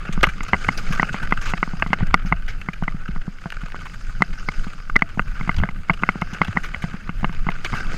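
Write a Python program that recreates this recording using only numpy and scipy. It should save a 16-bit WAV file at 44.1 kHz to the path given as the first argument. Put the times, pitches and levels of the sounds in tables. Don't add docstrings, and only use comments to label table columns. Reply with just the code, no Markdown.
import sys
import numpy as np
from scipy import signal
from scipy.fft import rfft, irfft
from scipy.io import wavfile

SR = 44100
rng = np.random.default_rng(int(sys.argv[2]) if len(sys.argv) > 2 else 0)


def output_pcm(signal):
    pcm = np.clip(np.atleast_2d(signal).T, -1, 1) * 32767
    wavfile.write(sys.argv[1], SR, np.round(pcm).astype(np.int16))


def invert_db(x):
    u = np.asarray(x, float) / 20
    return 10 ** u


N = 351477

# start_s, rattle_db, thud_db, nominal_contact_ms
KNOCK_EVENTS = [(0.092, -2.5, -11.5, 1.57), (0.1764, -12, -9.5, 0.69), (0.2332, -5.5, -16, 0.72),
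                (0.24, 4, -30, 0.38), (0.2682, -4.5, -47, 0.85), (0.271, -31, -8, 4.4),
                (0.4067, -13, -21, 0.38), (0.5328, 4.5, -10, 0.49), (0.5378, 4, -40, 1.4),
                (0.542, 2.5, -21, 0.59), (0.549, -2, -38, 1), (0.688, 4, -8.5, 0.54),
                (0.9063, -36, -11.5, 0.63), (0.997, 1.5, -9.5, 0.57), (1.0297, 5.5, -10.5, 0.54),
                (1.1438, -6.5, -12, 0.6), (1.3235, 2.5, -7, 0.48), (1.5365, -2.5, -10.5, 0.51),
                (1.629, 3, -14, 0.53), (1.6763, -13, -16, 0.84), (1.735, -10, -11.5, 1.1),
                (1.8231, 7, -17.5, 0.52), (1.863, -12, -11, 0.51), (1.904, -27, -13.5, 0.37),
                (1.931, 7.5, -11.5, 0.52), (2.007, -10, -14, 0.68), (2.0254, -27, -4, 1.8),
                (2.1393, -15, -56, 0.47), (2.142, 15, -10.5, 0.61), (2.265, -36, -14.5, 2.6),
                (2.249, -19, -13.5, 1.05), (2.317, -13, -10, 1.2), (2.324, 8, -7, 0.62),
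                (2.6868, -10, -12.5, 0.53), (2.8241, -6.5, -8, 0.87), (2.8795, -4, -15, 0.56),
                (2.945, -36, -13.5, 1.1), (3.0886, -5, -11.5, 1.73), (3.161, -15.5, -15, 0.66),
                (3.2784, -10, -13, 1.3), (3.458, -9.5, -13.5, 0.66), (3.634, -30, -17.5, 0.64),
                (3.745, -10, -51, 0.77), (4.2062, -10, -10.5, 0.81), (4.221, 5.5, -9, 0.49),
                (4.4869, -4, -17, 0.47), (4.668, -10, -14.5, 1.17), (4.897, -8, -41, 1.2),
                (4.9577, -5, -41, 0.39), (4.962, 4.5, -33, 0.55), (4.9625, 6.5, -42, 0.63),
                (5.0209, 3.5, -6.5, 0.49), (5.1741, -0.5, -8.5, 1.53), (5.194, 4.5, -9, 0.53),
                (5.4102, -13, -13.5, 0.49), (5.4757, -12, -12.5, 0.6), (5.4929, 4, -10, 0.57),
                (5.585, -8, -15, 1.2), (5.6011, -20, -12, 0.47), (5.6257, -13, -8, 0.75),
                (5.6355, 7, -41, 0.69), (5.641, -36, -9.5, 0.099), (5.6888, -11.5, -19, 0.53),
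                (5.8969, 5.5, -12, 0.57), (5.9033, 2, -5, 0.53), (6.024, 1, -18.5, 1.54),
                (6.0344, 5.5, -9.5, 0.59), (6.0897, 4, -13.5, 0.5), (6.156, -3, -15.5, 1.45),
                (6.2194, 1.5, -9.5, 0.57), (6.33, -20, -14.5, 0.98), (6.41, -33, -7, 0.63),
                (6.4163, 4.5, -9.5, 0.5), (6.4828, -17, -11.5, 0.68), (6.553, -20, -15, 1.5),
                (6.5659, -6, -24, 0.75), (6.571, 3.5, -6.5, 0.6), (6.745, -11, -24, 0.42),
                (6.84, -10.5, -8.5, 0.67), (6.9411, -14, -11, 1.1), (7.0928, -8.5, -12, 0.53),
                (7.2299, -7, -9, 1.05), (7.2445, 5.5, -9, 0.55), (7.2943, -14.5, -13, 0.57),
                (7.467, -8.5, -9, 0.71), (7.488, 0.5, -9.5, 0.59), (7.73, -4.5, -11.5, 0.73),
                (7.738, -1, -12, 0.71), (7.9411, -11.5, -15, 0.7)]
# nominal_pitch_hz, level_db, t60_s, signed_gain
CASE_MODES = [(169, 4, 0.039, 0.4), (688, -13.5, 0.12, 0.176), (1477, -7.5, 0.012, -1.106),
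              (635, -21.5, 0.026, 0.38), (713, -27.5, 0.09, -0.048), (1236, -16.5, 0.02, -0.77),
              (2040, 1.5, .0135, -1), (2200, -1.5, .013, 1), (2750, 2, 0.0067, 0.88),
              (3180, -3.5, 0.0021, -2.35), (4720, -9, 0.02, 1)]
REBOUND_WAITS_S = np.array([.001, .004])
CONTACT_LEVELS_DB = (-1.5, -5.5, -12)
# start_s, envelope_peak_db, swing_hz
CHEST_JOLTS = [(0.185, -17.5, 44), (0.267, -22, 49.6), (0.527, -21.5, 65.4), (0.671, -20.5, 99.2),
               (1.816, -22.5, 104), (2.014, -16.5, 111), (2.109, -22.5, 65), (2.31, -19.5, 47.2),
               (3.088, -23, 46.3), (5.57, -15, 74.5), (5.6, -19, 91), (6.485, -18.5, 101), (6.761, -28, 68),
               (7.718, -24, 109)]
# time_s, crunch_db, fine_grit_db
GRAVEL_LEVELS = [(0.0, -37, -55), (0.51, -39, -50), (0.64, -34, -43), (0.84, -33, -45), (0.95, -34.5, -45),
                 (1.37, -36, -51.5), (1.47, -39, -49), (1.66, -39.5, -50), (1.97, -38, -55),
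                 (2.11, -40.5, -63), (2.66, -44, -57), (3.04, -47, -60.5), (3.55, -44.5, -56),
                 (3.75, -42, -55), (3.91, -43.5, -49), (4.17, -43, -53.5), (4.59, -39.5, -48.5),
                 (5.01, -47.5, -60.5), (5.48, -36.5, -50.5), (5.73, -46, -62), (5.88, -43, -57),
                 (6.06, -39, -53), (6.66, -38, -50.5), (6.86, -38.5, -51), (7.04, -42, -57.5),
                 (7.6, -39.5, -53.5), (7.67, -38.5, -47), (7.7, -34.5, -44), (7.78, -32, -43),
                 (7.88, -35, -50.5), (7.97, -32.5, -40)]
# start_s, burst_db, relative_brightness_db, decay_ms, ring_hz
STONE_EVENTS = [(0.125, -31.5, -5, 15, 1470), (0.209, -25, -17, 3, 1390), (0.23, -15.5, -31, 9.5, 2270),
                (0.2295, -18, -30, 13.6, 3030), (0.246, -24, -26, 9.2, 1570), (0.2675, -18, -29, 4, 1200),
                (0.288, -29, -15, 15, 2400), (0.432, -31, -14, 7.9, 6600), (0.482, -28.5, -14.5, 16, 1280),
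                (0.644, -24, -27, 5.5, 1400), (0.774, -34, 0, 22, 1570), (0.923, -26, -9, 23, 1560),
                (1.02, -32, -4, 4.5, 2000), (1.052, -33, -25, 5.6, 1500), (1.126, -37.5, -5, 25, 2600),
                (1.227, -27, -21, 14, 1570), (1.335, -32.5, -14, 6.5, 1400), (1.412, -33, -7.5, 43, 1640),
                (1.455, -29, -9.5, 62, 1410), (1.492, -26, -21, 1.3, 1660), (1.9317, -20, -9, 1.4, 1500),
                (1.936, -20, -30, 3.7, 1270), (1.973, -39, -39, 3.4, 1920), (2.068, -34, -6, 4.8, 2020),
                (2.258, -41, -6, 45, 2230), (2.479, -35, -9, 37, 2200), (2.613, -30.5, -24, 5.1, 2200),
                (2.732, -33.5, -13, 9.2, 2340), (2.834, -32.5, -18, 9.2, 1260),
                (3.078, -35, -19, 10.7, 1230), (3.503, -18, -33, 0.7, 2560), (3.521, -24.5, -27, 4.9, 1680),
                (3.61, -38, -23, 13, 1370), (3.72, -28.5, -23, 2.6, 2530), (3.683, -32, -33, 2.6, 2650),
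                (3.701, -33, -29, 1.5, 2200), (3.853, -32, -35, 14, 1310), (4.897, -26.5, -33, 3.2, 1190),
                (4.99, -32, -22, 6.8, 1420), (5.008, -38, -22, 6, 2550), (4.221, -24, -24, 4.5, 1900),
                (4.385, -36, -18, 2.2, 2840), (4.4873, -26.5, -21, 3.4, 4300),
                (5.543, -26.5, -16, 3.5, 1560), (5.583, -31, -17, 14, 2640), (5.914, -31, -36, 2, 1500),
                (5.933, -29.5, -35, 11, 2420), (6.214, -27, -18, 4.6, 2530), (6.333, -32.5, -8, 13, 2600),
                (6.446, -28, -35, 9.3, 2620), (6.473, -31.5, -30, 8.9, 1560), (6.634, -29.5, -16, 30, 2200),
                (6.82, -34, -10, 19, 2150), (7.325, -33, -22, 10, 1570), (7.502, -26, -34, 4.6, 1520),
                (7.517, -29, -34, 5.1, 1260), (7.646, -21, -14, 6.8, 2320), (7.652, -24.5, -21, 14, 1460),
                (7.745, -30, -26, 50, 1600)]
# centre_hz, width_hz, relative_level_db
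CAVITY_PEAKS = [(433, 380, -14), (867, 120, -13), (1203, 135, -3.5), (1507, 161, 0.5), (2200, 570, -10.5),
                (2650, 140, -7), (2940, 266, -14.5)]
# centre_hz, width_hz, relative_level_db
LEAK_PEAKS = [(3620, 3200, -2.5), (4960, 520, 8.5), (6450, 690, -0.5), (9200, 3100, -10),
              (11800, 17000, -22)]
# time_s, level_db
SWAY_LEVELS = [(0.0, -25), (0.2, -21), (0.45, -33), (0.93, -20.5), (1.2, -23), (1.53, -21), (2.1, -22.5),
               (2.4, -23), (2.95, -26.5), (3.6, -31), (4.15, -21), (4.4, -30.5), (4.85, -26), (5.6, -19.5),
               (6.25, -28.5), (6.6, -27), (7.36, -22.5), (7.64, -27.5), (7.97, -23.5)]
# frequency_hz, relative_density_db
RUMBLE_SPECTRUM = [(8, -21.5), (14, 4), (34, -9.5), (50, -32), (80, -23), (190, -31), (300, -52.5),
                   (420, -77)]


def rms_one(x):
    return x / np.sqrt(np.mean(x ** 2) + 1e-20)


def in_time(rows):
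    time_s, *columns = np.transpose(rows)
    return [np.interp(np.arange(N) / SR, time_s, column) for column in columns]


def drift(corner_hz):
    r = np.exp(-2 * np.pi * corner_hz * 40 / SR)
    noise = rng.standard_normal(N // 40 + 2002)
    slow = signal.lfilter([1], [1, -2 * r, r * r], noise)[2000:]
    return np.interp(np.arange(N) / 40, np.arange(len(slow)), rms_one(slow))


def ring(force, pitch_hz, t60_s):
    r = invert_db(-60 / (t60_s * SR))
    w = 2 * np.pi * pitch_hz / SR
    return signal.lfilter([0, np.sin(w)], [1, -2 * r * np.cos(w), r * r], force + 1e-18)


def resonate(x, peaks, patchy_db=0):
    out, power = 0, 0
    for k, (centre_hz, width_hz, level_db) in enumerate(peaks):
        r = np.exp(-np.pi * width_hz / SR)
        flicker = invert_db(patchy_db * drift(27)) if patchy_db else 1
        zeros = [(1 - r * r) / 2, 0, -(1 - r * r) / 2]
        poles = [1, -2 * r * np.cos(2 * np.pi * centre_hz / SR), r * r]
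        band = signal.lfilter(zeros, poles, flicker * x + 1e-18)
        out = out + (-1) ** k * invert_db(level_db) * band
        power += invert_db(2 * level_db) * np.pi * width_hz / SR
    return out / np.sqrt(power)


def through_case(dull, bright, patchy_db):
    low_pass = signal.butter(2, 4000, fs=SR, output="sos")
    high_pass = signal.butter(2, 2900, "high", fs=SR, output="sos")
    low = signal.sosfilt(low_pass, resonate(dull, CAVITY_PEAKS, patchy_db))
    high = signal.sosfilt(high_pass, resonate(bright, LEAK_PEAKS, patchy_db))
    return low - high


def contact(contact_ms):
    phase = np.clip(np.arange(200) / (SR * contact_ms / 1000), 0, 1)
    push = np.sin(np.pi * phase) ** 2
    return push / push.sum()


def knocks():
    length, modes, count = 6000, len(CASE_MODES), len(KNOCK_EVENTS)
    out = np.zeros(N + length)
    spots = invert_db(2 * rng.standard_normal((count, 3, modes)))
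    waits = rng.random((count, 2))
    tunings = 1 + 0.028 * rng.standard_normal((count, modes))
    on_mount = np.arange(modes) < 2
    for event, spot, wait, tuning in zip(KNOCK_EVENTS, spots, waits, tunings):
        start_s, rattle_db, thud_db, contact_ms = event
        strength = invert_db(np.where(on_mount, thud_db, rattle_db))
        forces = np.zeros((modes, length))
        delays_s = np.cumsum([0, *(REBOUND_WAITS_S * (0.8 + 0.4 * wait))])
        for delay_s, level_db, stretch, gains in zip(delays_s, CONTACT_LEVELS_DB, (1.1, 1, 1.4), spot):
            at = int(delay_s * SR)
            push = contact(stretch * contact_ms)
            forces[:, at:at + 200] += np.outer(invert_db(level_db) * strength * gains, push)
        start = int(start_s * SR)
        for force, tune, (pitch_hz, level_db, t60_s, sign) in zip(forces, tuning, CASE_MODES):
            out[start:start + length] += sign * invert_db(level_db) * ring(force, pitch_hz * tune, t60_s)
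    return out[:N]


def jolts():
    length = 4000
    out, time_s = np.zeros(N + length), np.arange(length) / SR
    for start_s, peak_db, swing_hz in CHEST_JOLTS:
        cycles = swing_hz * time_s
        swell = cycles * np.exp(-1.3 * cycles)
        swing = swell / swell.max() * np.sin(2 * np.pi * cycles)
        start = int(start_s * SR)
        out[start:start + length] += invert_db(peak_db) * swing
    return out[:N]


def gravel(crunch_db, grit_db):
    grains_per_s, size_spread_db, clump_db, patch_db = 2000, 2, 5, 1.2
    sizes = invert_db(size_spread_db * np.minimum(rng.exponential(1, N), 4)) * rng.choice([-1, 1], N)
    born = rng.random(N) < grains_per_s / SR
    clumps = invert_db(clump_db * drift(80) + patch_db * drift(6))
    tyre_hiss = 0.37 * rng.standard_normal(N)
    grains = rms_one(rms_one(sizes * born * clumps) + tyre_hiss)
    grit = rms_one(grains + 1.3 * rng.standard_normal(N))
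    return through_case(invert_db(crunch_db) * grains, invert_db(grit_db) * grit, patchy_db=2)


def pebbles(crunch_db):
    count, over_crunch_db, bright_db, decay_ms, ring_hz = 40, 5, -17, 4, 1900
    draws = rng.random((count, 5))
    start_s = draws[:, 0] * (N - 1) / SR
    swing = 2 * draws[:, 1:] - 1
    return np.column_stack([
        start_s,
        crunch_db[(start_s * SR).astype(int)] + over_crunch_db + 3 * swing[:, 0],
        bright_db + 9 * swing[:, 1],
        decay_ms * invert_db(6 * swing[:, 2]),
        ring_hz * invert_db(3 * swing[:, 3])])


def stones(rows):
    length, rise_ms = 3000, 0.56
    dull, bright, rings = np.zeros((3, N + length))
    rough, time_ms = rng.standard_normal(N + length), np.arange(length) * 1000 / SR
    for start_s, level_db, bright_db, decay_ms, ring_hz in rows:
        start = int(start_s * SR)
        part = slice(start, start + length)
        dying = np.exp(-(time_ms / decay_ms) ** 2)
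        burst = invert_db(level_db) * np.minimum(time_ms / rise_ms, 1) * dying * rough[part]
        dull[part] += burst
        bright[part] += invert_db(bright_db) * burst
        rings[part] += invert_db(0.14 * (level_db + 0.5)) * resonate(burst, [(ring_hz, ring_hz / 9, 0)])
    return through_case(dull[:N], bright[:N], patchy_db=4) + rings[:N]


def rumble(sway_db, crunch_db):
    table_hz, density_db = np.transpose(RUMBLE_SPECTRUM)
    bins_hz = np.fft.rfftfreq(N, 1 / SR)
    colour = invert_db(np.interp(np.log(bins_hz + 1), np.log(table_hz), density_db))
    sway = rms_one(irfft(rfft(rng.standard_normal(N)) * colour, N))
    shake = rng.standard_normal(N) * invert_db(4 * drift(14))
    dull_shake = signal.lfilter([1], [1, -0.9], shake)
    mount_hz, _, mount_t60_s, _ = CASE_MODES[0]
    shudder = rms_one(ring(dull_shake, mount_hz, mount_t60_s / 2))
    lumps_db = 3.2 * drift(12)
    return invert_db(sway_db + lumps_db) * sway + invert_db(crunch_db - 3.5) * shudder


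def scene():
    crunch_db, grit_db = in_time(GRAVEL_LEVELS)
    sway_db, = in_time(SWAY_LEVELS)
    sound = knocks() + jolts() + gravel(crunch_db, grit_db)
    sound = sound + stones([*STONE_EVENTS, *pebbles(crunch_db)])
    sound = sound + rumble(sway_db, crunch_db)
    return np.array([sound, sound])


def fall(x, seconds):
    r = np.exp(-1 / (seconds * SR))
    return signal.lfilter([1 - r], [1, -r], x)


def upset(x):
    threshold, offset_db, offset_fall_s, offset_back_s = 0.61, 3.5, 0.011, 0.03
    gap_db, gap_fall_s = 0, 0.047
    over = np.clip(x - threshold, 0, 1) + 1e-18
    kick = fall(over, offset_fall_s)
    offset = -invert_db(offset_db) * (kick - fall(kick, offset_back_s))
    gain_gap = invert_db(gap_db) * np.sqrt(fall(over, gap_fall_s))
    return offset + gain_gap * x


def roll_off(x):
    return signal.sosfilt(signal.butter(12, 16340, fs=SR, output="sos"), x)


def record(dry):
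    white = rng.standard_normal(N)
    x = dry + invert_db(-47.5) * signal.lfilter([0.09], [1, -1.4, 0.49], white)
    side_noise = invert_db(-78) * rng.standard_normal(N)
    x = x + [[1], [-1]] * (upset(np.clip(x[0], -1, 1)) + side_noise)
    x = x / (1 + np.abs(x) ** 16) ** (1 / 16)
    x = signal.sosfilt(signal.butter(4, 14500, fs=SR, output="sos"), x)
    mix = np.clip(x, -1, 1)
    return roll_off(mix)


dry = scene()
out = record(dry)
output_pcm(out)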